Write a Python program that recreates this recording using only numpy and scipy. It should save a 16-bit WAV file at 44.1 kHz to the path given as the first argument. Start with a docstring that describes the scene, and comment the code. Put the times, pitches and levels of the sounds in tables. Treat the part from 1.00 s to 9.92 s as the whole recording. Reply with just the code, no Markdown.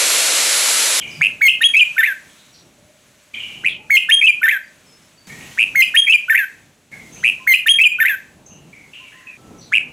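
"""The echo tail of an earlier song rings first; then a songbird close to the microphone sings a pulsed trill
and four warbled whistles. The phrase returns three times, and a last trill stands alone; pitched sines with
throat overtones make it. Throughout, filtered noise gives tree echoes, distant birds, traffic rumble and insect
hiss. Four splices cut off the echoes and reset the background; a fast limiter holds the peaks and ducks the rest."""
import sys
import numpy as np
from scipy import signal
from scipy.fft import rfft, irfft
from scipy.io import wavfile
from scipy.ndimage import uniform_filter1d, minimum_filter1d

SR = 44100
rng = np.random.default_rng(int(sys.argv[2]) if len(sys.argv) > 2 else 0)


def store_pcm(level_fs):
    """Save levels as 16-bit WAV."""
    pcm = np.round(np.clip(level_fs, -1, 1) * 32767).astype(np.int16)
    wavfile.write(sys.argv[1], SR, np.atleast_2d(pcm).T)


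def elevation(decibels):
    """Turn decibel levels (scalar or array-like) into linear amplitude ratios."""
    levels = np.asarray(decibels, float)
    return 10 ** (levels / 20)


N = 393372

# Four whistle shapes before transposing: from_start_s, pitch_hz, relative level_db
SYLLABLES = [
    [(.002, 1419, -26), (.006, 1615, -23), (.011, 2122, -7), (.014, 2110, -15), (.068, 1980, -7.5),
     (.071, 2399, -1), (.0815, 2317, -1), (.095, 2524, -10), (.1015, 2588, -26.5)],
    [(.001, 1358, -36.5), (.0065, 1712, -20.5), (.011, 1788, -14), (.021, 1833, -14.5), (.031, 2330, -4),
     (.0355, 3161, -6), (.0485, 3263, -8), (.064, 3218, -3.5), (.07, 3256, -19), (.085, 3206, -17.5),
     (.105, 3204, -27.5), (.122, 3253, -39.5)],
    [(0, 2490, -32), (.004, 2335, -10), (.01, 2194, -8), (.025, 2290, -14.5), (.029, 2536, -2),
     (.049, 2631, -9.5), (.054, 2457, -8.5), (.0935, 2377, -3), (.0965, 2440, -28), (.1015, 2352, -31)],
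    [(0, 1377, -42), (.0065, 1463, -18), (.016, 1537, -20), (.018, 1746, -6.5), (.045, 1764, -8),
     (.05, 1506, -12.5), (.064, 1526, -15.5), (.0745, 1842, -2), (.088, 2005, -11), (.109, 1772, -11),
     (.128, 1623, -16.5), (.16, 1497, -19.5), (.1675, 1580, -42)],
]
# Where each shape turns from its first part to its second: from_start_s
TURN_S = [.072, .030, .054, .086]
# Sung whistles, the four shapes in turn: start_s, turn_s, end_s, pitch_factor, relative level_db
NOTES = [(0.409, 0.483, 0.5164, 1.064, 0), (0.606, 0.637, 0.7275, 1.018, -1),
         (0.737, 0.793, 0.8405, 1.015, -0.5), (0.964, 1.049, 1.1355, 1.02, -5),
         (2.897, 2.969, 2.9985, 1.06, -1.5), (3.086, 3.116, 3.2075, 1, 0.5),
         (3.212, 3.266, 3.3135, 1.011, -0.5), (3.414, 3.5, 3.5815, 1.017, -4.5),
         (4.748, 4.822, 4.8515, 1.037, -2), (4.939, 4.968, 5.0605, 1.01, 1.1),
         (5.067, 5.122, 5.1675, 1.009, -1.8), (5.281, 5.365, 5.4525, 1.016, -4),
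         (6.467, 6.539, 6.5675, 1.027, -0.8), (6.658, 6.687, 6.7785, 1.004, 0.4),
         (6.785, 6.837, 6.8845, 1.016, 3), (6.985, 7.07, 7.1585, 1.016, -5)]
# Upward flicks of pitch per shape, before transposing: from_start_s, height_hz, half_width_s
FLICKS = [
    [(.0735, 366.3, 0.0016), (.0848, 600, 0.0031), (.0965, 361.7, 0.0025)],
    [(0.0275, 768, .0022)],
    [(.021, 250, .003), (.057, 576, 0.003), (.0668, 635, 0.0042)],
    [(.0185, 600, 0.0015), (.0695, 400, .002), (.0795, 253, 0.002), (.0885, 398.5, .0025), (.1, 747, .004)],
]
# Brief dips in the tone per shape, before scatter: from_start_s, depth_db (negative lifts)
BREAKS = [
    [(.07, 18), (.086, 10), (.0955, 7.5)],
    [(.0145, -1), (.023, 18.5), (.0275, 9.5), (.0315, 20.5)],
    [(.007, 16), (.012, 16), (.0265, 11.5), (.054, 14)],
    [(.0205, 5), (.049, 8.5), (.063, 4), (.069, 5), (.077, 8.5), (.084, 12.5), (.092, 14.5), (.0945, 13),
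     (.105, 5)],
]
BREAK_S, BREAK_SCATTER_S, BREAK_SCATTER = 0.0013, 0.0006, 0.35  # half width, time spread, log depth spread
FADE_S = 0.002  # fade at both ends of a whistle, in shape time

# Trills: first_pulse_s, last_pulse_s, pulses, soft_pulses at the start, first_pitch_hz (before scatter)
TRILLS = [(.2192, .269, 7, 0, 2170), (2.647, 2.6838, 6, 3, 1900), (4.5817, 4.6397, 8, 2, 1975),
          (6.24, 6.2996, 8, 1, 2060), (8.726, 8.7823, 8, 2, 1750)]
LAST_GAP_S = 0.0103  # gaps between pulses change evenly to this
TRILL_TOP_HZ, TRILL_CLIMB_S, LAST_PULSE_SAG_HZ = 2620, 0.011, 90.5
TRILL_TOP_DB, SOFT_START_DB, SOFTEST_DB = -2.5, -7, -12
TRILL_SCATTER_S, TRILL_SCATTER_HZ, TRILL_SCATTER_DB = 0.0004, 63, 1.2
PULSE_RISE_S, PULSE_FALL_S = 0.001, 0.0018
PULSE_DROP_HZ, PULSE_DROP_S = 260, 0.002
SCOOP_HZ, SCOOP_S, SCOOP_DB = 1195, 0.011, -8  # lead-in; dB re first pulse

# Overtone strength through throat and beak: frequency_hz, level_db re fundamental
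THROAT = [(2200, -15.5), (3550, -16.5), (4000, -25), (4700, -33), (6500, -22), (8000, -28.5),
          (10000, -31.5), (12500, -35), (15500, -40.5)]
# Voice per shape, trill last: overtones_db, low_note_ring_hz, ring_width_hz, ring_lift_db, buzz_db
VOICING = [(1, 14000, 1400, 9, -35.5), (-3, 11000, 1200, 15.5, -37.5), (-6.5, 12000, 1200, 5, -43),
           (-10.5, 12100, 1400, 20, -28), (-3.5, 7000, 1700, 1.5, -32)]
# Per shape, trill last: partial_1.5_db, partial_2_db (both re throat), octave_share of unevenness
LOW_PARTIALS = [(4.5, 13.5, 0.51), (4, 7.5, 0.55), (-9.5, -6, 0), (3.5, -0.5, 0.25), (-4, -3, 0)]
# Uneven cycles add half-pitch partials, per shape: from_s, to_s, level_db re overtones
HALVES = [(0.057, 0.067, -2.5), (0.015, 0.032, 3.5), (0.0035, 0.069, -3.5), (0.045, 0.21, 1.5)]
EVEN_DB = -20  # those partials elsewhere in a whistle
# The beak turns toward the microphone, per phrase: treble_db at FACING_HZ
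FACING_DB = [1.5, 1.5, 2.3, 3.4, 0.23]
FACING_HZ, FACING_POWER = 10000, 3.3  # higher treble changes more
# Gape of the beak moves the lowest throat resonance, per phrase: frequency_factor
GAPE = [1.05, .97, .87, .97, 1.01]
HIGH_NOTE_RING_HZ = 9880  # throat resonance on high notes
# Overtones above TOP_HZ are stronger on low notes and weaker on high ones
TOP_HZ, TOP_SWING_DB, LOW_NOTE_HZ, LOW_NOTE_SPAN_HZ = 11500, 4, 2330, 115
GLIDE_DULL_HZ_PER_S, EFFORT_POWER = 45000, 0.35  # overtones halve at this glide rate
RASP_DB, RASP_WIDTH_HZ = -19, 500
SINGER_DB = 2

# Joins between stretches of time: at_s
SPLICES_S = [2.335, 4.27, 5.915, 8.37]
ECHO_DB, ECHO_T60_S, ECHO_CLUMP_DB = -17, 0.3, 3
LONG_ECHO_DB, LONG_ECHO_T60_S = -19, 0.65  # re quick part
BRIGHT_ECHO_DB, BRIGHT_ECHO_T60_S = 7.5, 0.18
ECHO_ONSET_S, ECHO_SIDE = 0.02, 0.2

# Echo tails of earlier song at the start and after splices, and blurred distant calls:
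# start_s, length_s, start_hz, end_hz, width_hz, level_db
TAILS_AND_CALLS = [ (0., 0.0097, 3220, 3125, 200, -27.5), (0.01, .2, 2926, 2935, 258, -34),
                   (0.016, 0.27, 2422, 2330, 247, -30), (0.071, .12, 6420, 5290, 900, -49),
                   (0.105, 0.13, 5100, 4675, 250, -43), (1.272, 0.12, 3190, 3430, 600, -55.5),
                   (1.37, 0.14, 3764, 3890, 700, -52), (1.522, 0.14, 5684, 5670, 153, -53),
                   (1.537, .08, 4720, 4180, 1470, -49), (2.337, .07, 3070, 3183, 326, -33),
                   (2.394, 0.43, 2910, 2898, 310, -28), (2.336, 0.65, 2366, 2400, 224, -28),
                   (2.686, .07, 3540, 3012, 500, -30), (4.284, 0.3, 2215, 2225, 200, -39.5),
                   (4.29, 0.25, 1846, 1890, 100, -39), (4.401, 0.19, 2485, 3133, 750, -42),
                   (5.916, 0.17, 2180, 2130, 170, -36.5), (5.917, 0.058, 1750, 1660, 153, -45.5),
                   (6.123, 0.19, 6330, 6143, 300, -41.5), (6.151, .08, 2125, 3130, 500, -44.5),
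                   (7.455, .12, 6350, 6250, 400, -44.5), (7.504, 0.52, 2820, 2820, 302, -51.5),
                   (7.724, 0.17, 2305, 2150, 220, -41.5), (7.929, 0.32, 2742, 2747, 430, -35.5),
                   (8.039, 0.078, 2300, 2300, 150, -45), (8.116, 0.073, 1690, 1985, 250, -44.5),
                   (8.198, 0.177, 1820, 1900, 350, -46), (8.264, 0.095, 2590, 2456, 150, -35.5),
                   (8.578, 0.084, 5950, 5900, 288, -46.5), (8.607, .1, 4414, 4034, 700, -47)]
# Distant held whistles: start_s, length_s, pitch_hz, level_db
FAR_WHISTLES = [(2.789, 0.066, 850, -51), (3.625, .06, 4710, -62), (3.72, 0.069, 4700, -74),
                (3.861, 0.096, 5240, -56), (4.015, 0.057, 5240, -64), (4.17, .11, 4570, -56),
                (6.39, 0.075, 1033, -49), (7.996, 0.29, 1030, -56.5), (8.377, 0.21, 1320, -57)]
WHISTLE_WIDTH_HZ = 30
FAR_T60_S, FAR_ATTACK_S, FAR_RELEASE_T60_S = 1, 0.01, 0.2

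# Background of each stretch: rumble_db, rumble_sink_db, hiss_db, hiss_sink_db, hum_db
STRETCHES = [(-47, 10, -49.5, 4.5, -62), (-48, 8.5, -47, 8.5, -65), (-44.5, 13, -46, 6.5, -69.5),
             (-48, 5.5, -45, 6.5, -67), (-45.5, -3, -52, 1, -75)]
RUMBLE_SINK_S, HISS_SINK_S, SINK_POWER = 0.65, 0.37, 5
# Traffic spectrum: frequency_hz, relative density_db per Hz
RUMBLE = [(15, -48), (36, -12), (113, -3), (146, -0.5), (232, -2), (493, -10), (585, -13), (782, -12),
          (1500, -24.5), (1950, -38.5), (3300, -120)]
# One swell of the traffic: centre_s, height_db, half_width_s
RUMBLE_SWELL = (7.65, 4.5, .16)
HUM_HZ, HUM_WIDTH_HZ = 600, 81
# Swells of the low drone: centre_s, peak_db, half_width_s
DRONE_SWELLS = [(0.201, -41, 0.033), (.92, -53, 0.048), (4.4, -47.5, 0.12), (5.32, -59.5, 0.13),
                (7.63, -48, 0.1)]
DRONE_HZ, DRONE_WIDTH_HZ = 154, 31
# Hiss spectrum: frequency_hz, relative density_db per Hz
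HISS = [(590, -16), (1000, -3.5), (1630, -1.5), (2410, 0), (4210, -4.5), (5070, -7.5), (6550, -2),
        (8650, -9.5), (14900, -16.5), (16000, -25)]
# Insect bands: centre_hz, width_hz, level_db re hiss
INSECTS = [(7880, 50, -15), (9200, 50, -18), (10100, 50, -18.5)]
TREBLE_HZ, TREBLE_SINK = 3300, 0.32  # hiss treble follows the level by this extra share
SIDE_DB = -18.5  # stereo side of rumble and hiss, re mid
LIMIT_DB, RELEASE_DB_PER_S = -2.8, 170


def syrinx(pitch_hz, effort, half_db, shape, facing_db=0, gape=1):
    """A near sine; overtones grow with effort, weaken in fast glides and ring in the throat, where air buzzes."""
    size = len(pitch_hz)
    bright_db, ring_hz, width_hz, lift_db, buzz_db = VOICING[shape]
    low_15_db, low_2_db, octave_share = LOW_PARTIALS[shape]
    half_turn = np.pi * np.cumsum(pitch_hz * (1 + 0.0065 * wobble(size, 130))) / SR
    lowness = np.tanh((LOW_NOTE_HZ - pitch_hz) / LOW_NOTE_SPAN_HZ)  # 1 on low notes, -1 on high ones
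    ring_hz = HIGH_NOTE_RING_HZ + (ring_hz - HIGH_NOTE_RING_HZ) * (1 + lowness) / 2
    overtones = np.zeros(size)
    for k in range(3, 22):  # partials in steps of half the pitch
        hz = k * pitch_hz / 2
        if k < 5:
            db = at_hz(THROAT, np.where(hz < 5000, hz / gape, hz)) + (low_15_db if k == 3 else low_2_db)
        else:
            db = at_hz(THROAT, hz) + bright_db
            db += facing_db * (np.minimum(hz, 16000) / FACING_HZ) ** FACING_POWER
            db += lift_db * np.exp(-((hz - ring_hz) / width_hz) ** 2)
            db += TOP_SWING_DB * lowness / (1 + np.exp((TOP_HZ - hz) / 400))
        db = db + half_db * (octave_share if k == 4 else k % 2)
        partial = np.sin(k * half_turn + k * k)
        overtones += elevation(db + 3.9 * wobble(size, 120)) * (hz < 16000) * partial
    glide = uniform_filter1d(np.abs(np.gradient(pitch_hz)), size=80) * SR
    steady = 1 / (1 + glide / GLIDE_DULL_HZ_PER_S)
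    buzz = elevation(buzz_db + facing_db) * narrow(ring_hz, 2 * width_hz)
    rasp = elevation(RASP_DB) * (1.05 - steady) * narrow(pitch_hz, RASP_WIDTH_HZ)  # roughens fast glides
    brightness = (effort / effort.max()) ** EFFORT_POWER
    return effort * (np.sin(2 * half_turn) + rasp + brightness * (steady * overtones + buzz))


def trills():
    """Short puffs of tone climb in pitch, often from a soft start; later puffs slide down. A soft scoop leads in."""
    out = np.zeros(N)
    t = np.arange(-200, 400) / SR
    puff = np.exp(-0.5 * (t / np.where(t < 0, PULSE_RISE_S, PULSE_FALL_S)) ** 2)
    slide = np.exp(np.minimum(-t / PULSE_DROP_S, 1.1)) - 0.7
    scoop = np.linspace(0, 1, int(SCOOP_S * SR))
    for facing_db, (first, last, pulses, soft, first_hz) in zip(FACING_DB, TRILLS):
        first_gap = 2 * (last - first) / (pulses - 1) - LAST_GAP_S
        times = first + np.cumsum(np.r_[0, np.linspace(first_gap, LAST_GAP_S, pulses - 1)])
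        climb = (TRILL_TOP_HZ - first_hz) * np.exp(-(times - first) / TRILL_CLIMB_S)
        pitches = TRILL_TOP_HZ - climb + TRILL_SCATTER_HZ * rng.standard_normal(pulses)
        pitches[-1] -= LAST_PULSE_SAG_HZ
        soft_db = np.clip(SOFT_START_DB * (soft - np.arange(pulses)), SOFTEST_DB, 0)
        levels_db = TRILL_TOP_DB + soft_db + TRILL_SCATTER_DB * rng.standard_normal(pulses)
        times = times + TRILL_SCATTER_S * rng.standard_normal(pulses)
        settled = 1 - climb / climb[0]  # slide and treble set in as the climb levels off
        for s, hz, db, share in zip(times, pitches, levels_db, settled):
            pitch = hz + PULSE_DROP_HZ * share * slide
            pulse = syrinx(pitch, elevation(db) * puff, -30.0, shape=4, facing_db=facing_db + 8 * share - 8)
            out[round(s * SR) - 200:][:600] += pulse
        rise = SCOOP_HZ + (0.9 * pitches[0] - SCOOP_HZ) * scoop
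        swell = elevation(SCOOP_DB + levels_db[0]) * scoop ** 2.5 * np.sin(np.pi * scoop) ** 0.5
        swell = swell * elevation(4.7 * wobble(len(scoop), 250))
        start = round(first * SR) - 110 - len(scoop)
        out[start:][:len(scoop)] += syrinx(rise, swell, -30.0, shape=4)
    return out


def warbles():
    """Each whistle bends through its shape with flicks and breaks, stretched in two parts and transposed."""
    out = np.zeros(N)
    for k, (start, turn, end, factor, db) in enumerate(NOTES):
        shape, phrase = k % 4, k // 4
        s, hz, level_db = np.transpose(SYLLABLES[shape])
        at = np.arange(int(start * SR), int(end * SR))
        u = np.interp(at / SR, [start, turn, end], [0, TURN_S[shape], s[-1]])  # shape time
        pitch = uniform_filter1d(np.interp(u, s, hz), size=40) + bumps(u, FLICKS[shape])
        level = np.sqrt(2) * uniform_filter1d(np.interp(u, s, elevation(level_db + db)), size=30)
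        breaks = []
        for when, depth_db in BREAKS[shape]:
            when = when + BREAK_SCATTER_S * rng.standard_normal()
            depth_db = depth_db * np.exp(BREAK_SCATTER * rng.standard_normal())
            breaks.append((when, depth_db, BREAK_S))
        fade = np.clip(np.minimum(u, s[-1] - u) / FADE_S, 0, 1)
        level = level * elevation(-bumps(u, breaks)) * fade
        first, last, half_db = HALVES[shape]
        uneven_db = np.interp(u, [first - 0.004, first, last, last + 0.0069],
                              [EVEN_DB, half_db, half_db, EVEN_DB])
        flutter = elevation(1.1 * wobble(len(at), 150))
        out[at] += flutter * syrinx(pitch * factor, level, uneven_db, shape=shape,
                                    facing_db=FACING_DB[phrase], gape=GAPE[phrase])
    return out


def trees(x):
    """Scattered echoes build up, then decay in quick, bright and slow dull parts; each splice cuts them off."""
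    t = np.arange(SR // 2) / SR
    clumps = elevation(ECHO_CLUMP_DB * wobble(len(t), 120))  # trunks return echoes in clumps
    white = rng.standard_normal((2, len(t))) * clumps
    dull = signal.sosfilt(signal.butter(2, 4000, fs=SR, output="sos"), white)
    body = elevation(-60 * t / ECHO_T60_S) + elevation(LONG_ECHO_DB - 60 * t / LONG_ECHO_T60_S)
    bright = elevation(BRIGHT_ECHO_DB - 60 * t / BRIGHT_ECHO_T60_S)
    tail = (dull * body + (white - dull) * bright) * np.clip(t / ECHO_ONSET_S, 0, 1)
    tail = tail / np.sqrt(np.sum((dull[0] * body) ** 2))
    pair = tail[0] + ECHO_SIDE * tail[1] * [[1], [-1]]
    edges = [0] + [int(s * SR) for s in SPLICES_S] + [N]
    stretches = []
    for a, b in zip(edges, edges[1:]):
        stretches.append(signal.fftconvolve(x[None, a:b], pair, axes=1)[:, :b - a])
    return np.hstack(stretches)


def tails_and_far_birds():
    """Gliding noise bands for echo tails and calls, and thin held whistles, die away, cut short by any splice."""
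    out = np.zeros((2, N))
    blurred = [tuple(row) + (60 / FAR_T60_S,) for row in TAILS_AND_CALLS]
    held = [(s, length, hz, hz, WHISTLE_WIDTH_HZ, db, 0) for s, length, hz, db in FAR_WHISTLES]
    cuts = np.r_[SPLICES_S, N // SR + 1]
    for s, length, start_hz, end_hz, width_hz, db, fade_db_per_s in blurred + held:
        next_cut = cuts[np.searchsorted(cuts, s + FAR_ATTACK_S)]
        last = min(s + length + FAR_RELEASE_T60_S / 2, next_cut, (N - 1) / SR)
        t = np.arange(int((last - s) * SR)) / SR
        release_db = 60 * np.maximum(t - length, 0) / FAR_RELEASE_T60_S
        fade = elevation(db - fade_db_per_s * t - release_db) * np.clip(t / FAR_ATTACK_S, 0, 1)
        pitch = np.interp(t, [0, length], [start_hz, end_hz])
        side = 0.11 * narrow(pitch, width_hz) * [[1], [-1]]
        out[:, int(s * SR):][:, :len(t)] += fade * (narrow(pitch, width_hz) + side)
    return out


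def traffic(rumble_db, hum_db):
    """Low noise shifts in level, with a faint narrow-band hum and a drone that swells now and then."""
    t = np.arange(N) / SR
    uneven_db = 2 * wobble(N, 3) + bumps(t, [RUMBLE_SWELL])
    rumble = elevation(rumble_db + uneven_db) * coloured(RUMBLE)
    hum = elevation(hum_db + 2.1 * wobble(N, 1.9)) * narrow(np.full(N, HUM_HZ), HUM_WIDTH_HZ)
    swells = bumps(t, [(s, elevation(db), width) for s, db, width in DRONE_SWELLS])
    drone = swells * narrow(np.full(N, DRONE_HZ), DRONE_WIDTH_HZ)
    return rumble + hum + drone


def insect_hiss(hiss_db):
    """Broad noise plus narrow insect bands; the noise grows duller as its level sinks."""
    insects = sum(elevation(db) * narrow(np.full(N, hz), width_hz) for hz, width_hz, db in INSECTS)
    hiss = coloured(HISS)
    highpass = signal.butter(2, TREBLE_HZ, "high", fs=SR, output="sos")
    treble = signal.sosfiltfilt(highpass, hiss)
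    hiss = hiss + treble * (elevation(TREBLE_SINK * (hiss_db - hiss_db.mean())) - 1)
    return elevation(hiss_db + 3.6 * wobble(N, 0.73)) * (hiss + insects)


def background():
    """Traffic and insects share the level courses of the spliced stretches."""
    rumble_db, hiss_db, hum_db = stretch_levels()
    return traffic(rumble_db, hum_db) + insect_hiss(hiss_db)


def stretch_levels():
    """Each splice resets the levels in dB; rumble and hiss then move by their sink (negative rises) and settle."""
    t = np.arange(N) / SR
    stretch = np.searchsorted(SPLICES_S, t)
    since = t - np.r_[0, SPLICES_S][stretch]
    rumble_db, rumble_sink_db, hiss_db, hiss_sink_db, hum_db = np.array(STRETCHES)[stretch].T
    rumble_db = rumble_db - rumble_sink_db * (1 - np.exp(-(since / RUMBLE_SINK_S) ** SINK_POWER))
    hiss_db = hiss_db - hiss_sink_db * (1 - np.exp(-(since / HISS_SINK_S) ** SINK_POWER))
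    return rumble_db, hiss_db, hum_db


def coloured(spectrum):
    """Mid and weaker side noise with a given spectrum, as left and right."""
    gain = elevation(at_hz(spectrum, np.arange(N // 2 + 1) * SR / N))
    mid, side = irfft(rfft(rng.standard_normal((2, N))) * gain, N)
    return rms_one(mid) + elevation(SIDE_DB) * rms_one(side) * [[1], [-1]]


def narrow(pitch_hz, width_hz):
    """A noise band around a moving centre."""
    turn = 2 * np.pi * np.cumsum(pitch_hz) / SR
    in_phase = wobble(len(turn), width_hz / 2) * np.cos(turn)
    return in_phase + wobble(len(turn), width_hz / 2) * np.sin(turn)


def wobble(size, hz):
    """Smooth random drift, mostly slower than hz, at rms 1."""
    r = np.exp(-2 * np.pi * hz / SR)
    noise = rng.standard_normal(size + 4000)
    return rms_one(signal.lfilter([1], [1, -2 * r, r * r], noise)[4000:])  # skips the filter's start


def bumps(u, rows):
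    """Sum of bell-shaped bumps (centre, height, half width) along u."""
    return sum(height * np.exp(-((u - s) / width) ** 2) for s, height, width in rows)


def at_hz(points, hz):
    """A spectrum read on a log-frequency axis."""
    point_hz, db = np.transpose(points)
    return np.interp(np.log(hz + 1), np.log(point_hz), db)


def rms_one(x):
    """Scaled to rms 1."""
    return x / np.sqrt(np.mean(x ** 2) + 1e-20)


def scene():
    """The singer, its echoes and everything behind it."""
    singer = elevation(SINGER_DB) * (trills() + warbles())
    return singer + elevation(ECHO_DB) * trees(singer) + tails_and_far_birds() + background()


def low_pass(x):
    """Removes everything above the highest recorded frequency."""
    return signal.sosfilt(signal.butter(12, 16290, fs=SR, output="sos"), x)


def record(dry):
    """A limiter looks about a millisecond ahead: gain is down before a peak and recovers steadily."""
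    peak_db = 20 * np.log10(np.abs(dry).max(axis=0) + 1e-9)
    over_db = np.maximum(peak_db - LIMIT_DB, 0)
    ramp_db = RELEASE_DB_PER_S * np.arange(N) / SR
    held_db = np.maximum.accumulate(over_db + ramp_db) - ramp_db
    ahead_db = -minimum_filter1d(-held_db, size=61)  # running maximum
    limited = dry * elevation(-uniform_filter1d(ahead_db, size=61))
    return low_pass(limited)


dry = scene()
out = record(dry)
store_pcm(out)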